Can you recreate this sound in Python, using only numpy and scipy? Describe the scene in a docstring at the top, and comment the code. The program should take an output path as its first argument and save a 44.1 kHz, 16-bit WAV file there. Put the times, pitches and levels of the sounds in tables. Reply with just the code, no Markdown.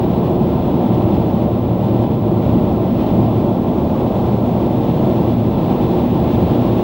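"""Inside a car at steady motorway speed in a road tunnel, one microphone behind the windscreen.
From the start, rough asphalt rings the air in the tyres and cabin over tread roar and engine drone;
gears whine faintly, air hisses past the glass and the camera adds a thin, steady whistle.
Seams thump under the tyres from 0.4 s to 5.1 s, and the trim ticks clearest from 1.6 s to 2.7 s.
Near the end the hiss rises a little and a last long undulation of the road swells the rumble."""
import sys
import numpy as np
from scipy import signal
from scipy.fft import rfft, irfft
from scipy.io import wavfile
from scipy.ndimage import uniform_filter1d

SR = 44100
rng = np.random.default_rng(int(sys.argv[2]) if len(sys.argv) > 2 else 0)


def generate_wav(signal):
    """Clip the signal to [-1, 1] and save it as 16-bit WAV at the path in sys.argv[1]."""
    frames = np.transpose(np.atleast_2d(signal))
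    scaled = np.clip(frames, -1, 1) * 32767
    pcm = np.round(scaled).astype(np.int16)
    wavfile.write(sys.argv[1], SR, pcm)


N = 301203
TIME = np.arange(N) / SR
BINS_HZ = np.fft.rfftfreq(N, 1 / SR)

# boom of the cabin, heard from inside (frequency [Hz], level [dB])
BOOM_SPECTRUM = [(95, -27), (122, -1.5), (170, -2.5), (200, -2), (250, -2.5), (275, -7), (305, -3.5),
                 (365, -2), (395, -13), (480, -34.5)]
# level of the hiss, swelling and dipping with the recorder's automatic gain (time [s], level [dB])
HISS_LEVELS = [(0.0, -43.5), (0.39, -44.5), (1.17, -43.5), (1.74, -47.0), (1.9, -44), (2.22, -47.0),
               (2.5, -44), (2.85, -45), (3.04, -42), (3.54, -46.5), (4.24, -44), (4.38, -45.5), (5.23, -42),
               (5.42, -45.5), (5.73, -41.5), (6.21, -42.5), (6.34, -40.5), (6.82, -41.5)]


def gain_of(db):
    """Decibels to a factor."""
    return 10 ** (np.asarray(db) / 20)


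def unit_rms(x):
    """Scales to an rms of one."""
    return x / np.sqrt(np.mean(x ** 2) + 1e-20)


def envelope(rows):
    """A level curve as a gain for every sample."""
    return gain_of(np.interp(TIME, *np.transpose(rows)))


def colour(points):
    """A spectrum as a gain for every bin, falling steeply beyond its ends."""
    hz, db = np.transpose(points)
    skirts = 1 / (1 + (BINS_HZ / (2 * hz[-1])) ** 8) / (1 + (hz[0] / (2 * BINS_HZ + 1)) ** 8)
    return skirts * gain_of(np.interp(np.log(BINS_HZ + 1), np.log(hz), db))


def noise(shape):
    """Noise of rms one with the given spectral shape."""
    return unit_rms(irfft(rfft(rng.standard_normal(N)) * shape, N))


def wander(rate_hz):
    """A random drift of rms one, with changes up to about the given rate."""
    return noise(np.exp(-(BINS_HZ / rate_hz) ** 2))


def steadied(x, span_s):
    """Evens out swells slower than the span and keeps the quick flutter."""
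    power = irfft(rfft(x ** 2) * np.exp(-(BINS_HZ * span_s) ** 2), N)
    return x / np.sqrt(np.maximum(power, 1e-3))


def tone(hz):
    """A sine of rms one that follows a pitch curve."""
    return np.sqrt(2) * np.sin(2 * np.pi * (np.cumsum(hz * np.ones(N)) / SR + rng.random()))


def passing(rows):
    """Pieces of road pass under the car as bell-shaped swells or dips: a gain curve per dB column."""
    return gain_of(sum(np.outer(db, np.exp(-(2 * (TIME - s) / length) ** 2)) for s, length, *db in rows))


def trim_ticks(ring_s=0.0012, tiny_per_s=18, tiny_db=-56, spread_db=2):
    """Plastic trim ticks: a few clear ones among many tiny ones."""
    # the clear ticks (time [s], level [dB])
    clear_ticks = [(1.586, -49), (2.014, -52), (2.0225, -45), (2.727, -47)]
    # bright click of the plastic (frequency [Hz], level [dB])
    tick_spectrum = [(1500, -20), (4000, 2), (8000, -2.5), (12000, -5), (15000, -12.5)]
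    strengths = gain_of(tiny_db + spread_db * rng.standard_normal(N).clip(-2, 2))
    blows = strengths * (rng.random(N) < tiny_per_s / SR)
    for s, db in clear_ticks:
        blows[round(s * SR)] = gain_of(db)
    decays = signal.lfilter([1], [1, -np.exp(-1 / (ring_s * SR))], blows)
    return decays * noise(colour(tick_spectrum))


def electronic_whistle(hiss_gain, hz=15658.2, level_db=-49, follow=0.7, flutter=0.06):
    """A thin electronic whistle that flutters a little and rises and falls with the level of the hiss."""
    return gain_of(level_db) * hiss_gain ** follow * tone(hz) * (1 + flutter * wander(150))


def gear_whine(drift=0.00153, flutter=0.34):
    """Faint whines that drift with the speed and flutter with the load."""
    # notes of the gears (frequency [Hz], level [dB])
    whines = [(1045, -48.5), (1972, -63.5)]
    speed = 1 + drift * wander(2.7)
    return sum(gain_of(db) * tone(hz * speed) * (1 + flutter * wander(25)) for hz, db in whines)


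def air_hiss(gust_db=0.6, flutter_db=0.5, seal_hz=3430, seal_width_hz=130, seal_db=2.5, treble_hz=5000):
    """Turbulent air hisses along the windscreen and half whistles at a door seal."""
    # the hiss from behind the glass (frequency [Hz], level [dB])
    hiss_spectrum = [(900, -25), (1600, 1.5), (1850, -1.5), (2650, 0.5), (3050, -0.5), (3400, -0.5),
                     (4050, -4.5), (4500, -10), (5900, -17.5), (6700, -19.5), (8000, -25), (11000, -26.5),
                     (12500, -30.5), (15500, -28.5)]
    # its treble, relative to the rest (time [s], level [dB])
    treble_lift = [(0, -.5), (3.1, -.5), (3.6, 1), (4.3, 2), (5.4, .3), (6.8, -0.5)]
    eddies_db = gust_db * wander(22) + flutter_db * wander(160)
    seal_peak = gain_of(seal_db / (1 + (2 * (BINS_HZ - seal_hz) / seal_width_hz) ** 2))
    hiss = noise(colour(hiss_spectrum) * seal_peak) * gain_of(eddies_db)
    highpass = 1 - 1 / (1 + (BINS_HZ / treble_hz) ** 8)
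    treble = irfft(rfft(hiss) * highpass, N)
    return envelope(HISS_LEVELS) * (hiss + (envelope(treble_lift) - 1) * treble)


def suspension_rumble(level_db=-27.5, bounce_db=1, wheel_hz=16, wobble=0.0053):
    """Bumps come up through the springs, along with the beat of the turning wheels."""
    # rumble through the springs (frequency [Hz], level [dB])
    rumble_spectrum = [(12, -38.5), (22, -23.5), (31, -13.5), (42, -14.5), (52, -8.5), (64, -9.5),
                       (77, 2.5), (100, -1), (125, -5.5), (160, -18)]
    # long undulations that work the springs (centre time [s], length [s], extra rumble [dB])
    undulations = [(1.1, .25, 6), (2.6, 0.44, 4), (6.36, 0.31, 7)]
    # out-of-round tyres (order [multiple of wheel speed], level [dB])
    wheel_orders = [(2, -53), (3, -40.5), (5, -38.5)]
    swell = gain_of(level_db + bounce_db * wander(4)) * passing(undulations)[0]
    turning_hz = wheel_hz * (1 + wobble * wander(1.2))
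    wheels = sum(gain_of(db) * tone(order * turning_hz) for order, db in wheel_orders)
    return swell * steadied(noise(colour(rumble_spectrum)), span_s=0.41) + wheels


def engine_drone(firing_hz=113.5, drift=0.01393, roughness=0.68, width_hz=13):
    """The firing note booms in the cabin, roughened by the shaking panels."""
    # the drone at the microphone (time [s], level [dB])
    drone_levels = [(0.0, -25.5), (0.82, -34.5), (0.95, -17.5), (1.08, -26), (1.68, -21), (2.36, -20),
                    (3.07, -32.5), (3.17, -17), (3.7, -30.5), (4.38, -22), (4.59, -30), (4.75, -20.5),
                    (4.94, -29.5), (5.39, -17), (5.61, -28.5), (6.24, -28.5), (6.37, -21), (6.82, -22.5)]
    firing = tone(firing_hz * (1 + drift * wander(2.3)))
    panels = noise(1 / (1 + ((BINS_HZ - firing_hz) / width_hz) ** 4))
    return envelope(drone_levels) * steadied(firing + roughness * panels, span_s=0.2)


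def tread_roar(swell, level_db=-22.3, ripple_db=1):
    """Tread roar, thrown back by the tunnel walls; crowded reflections ripple its spectrum."""
    # the roar from inside the car (frequency [Hz], level [dB])
    roar_spectrum = [(280, -29), (400, -1.5), (470, 0.5), (510, -3), (610, 0), (680, -3.5), (790, -5),
                     (900, -7.5), (1050, -12.5), (1220, -20.5), (1390, -23), (1480, -34), (2000, -52)]
    ripple = unit_rms(uniform_filter1d(rng.standard_normal(len(BINS_HZ)), size=70))
    roar = noise(colour(roar_spectrum) * gain_of(ripple_db * ripple))
    return gain_of(level_db) * swell * steadied(roar, span_s=0.39)


def seam_thumps(decay_s=0.018):
    """A seam in the asphalt thumps the tyres and the cabin rings briefly."""
    # seams passing under the tyres (time [s], level [dB])
    seams = [(0.408, -14), (1.122, -17), (1.94, -16), (2.314, -15.5), (2.545, -13.5), (3.179, -11.5),
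             (3.445, -13.5), (5.077, -21)]
    thumps = np.zeros(N)
    for s, db in seams:
        age = np.maximum(TIME - s, 0) / decay_s
        thumps += gain_of(db) * np.sqrt(age) * np.exp(1 - age)
    return thumps * steadied(noise(colour(BOOM_SPECTRUM)), span_s=0.024)


def cabin_boom(swell, level_db=-15.71):
    """The grain of the road rings the tyre cavities and the cabin air around the microphone."""
    # modes of the cabin and of the tyre cavity, whose mode rolling splits in two
    # (frequency [Hz], width [Hz], boost [dB])
    modes = [(174.5, 8.1, 4.5), (193.5, 8.5, 3.5), (214, 9.7, 5.5), (242.3, 6.3, 9.5), (294, 9, 2.5),
             (362.3, 11, 3)]
    modes_db = sum(db / (1 + (2 * (BINS_HZ - hz) / width) ** 2) for hz, width, db in modes)
    boom = noise(colour(BOOM_SPECTRUM) * gain_of(modes_db))
    return gain_of(level_db) * swell * steadied(boom, span_s=0.16)


def scene(patchy_db=0.2, roar_follow=0.15, boom_follow=0.24):
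    """All sources meet at one microphone behind the windscreen."""
    # coarser and smoother asphalt (centre time [s], length [s], roar change [dB], boom change [dB])
    stretches = [(.63, 0.072, -2, -2.5), (.9, .4, 0.5, 1.4), (1.68, 0.41, -1, -1), (2.21, 0.15, -2.5, -1),
                 (2.92, 0.086, -3.5, 0.5), (4.1, 0.33, 0.8, -1.5), (5.04, 0.085, 1.5, 1.5),
                 (5.39, 0.14, -3, -0.2), (6.11, 0.13, -2, .5), (6.58, 0.14, 1, 0.5)]
    coarse, bumpy = passing(stretches) * gain_of(patchy_db * wander(6))
    hiss_gain = unit_rms(envelope(HISS_LEVELS))  # road noise swells with it, by `follow` dB per dB
    structure = suspension_rumble() + engine_drone() + cabin_boom(bumpy * hiss_gain ** boom_follow)
    structure += seam_thumps() + gear_whine() + trim_ticks()
    airborne = tread_roar(coarse * hiss_gain ** roar_follow) + air_hiss()
    return (structure + airborne + electronic_whistle(hiss_gain))[None]


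def record(dry):
    """The recorder's steep band limit."""
    lowpass = signal.firwin(2047, cutoff=15800, window=("kaiser", 9), fs=SR)
    return signal.oaconvolve(dry, lowpass[None], "same")


dry = scene()
out = record(dry)
generate_wav(out)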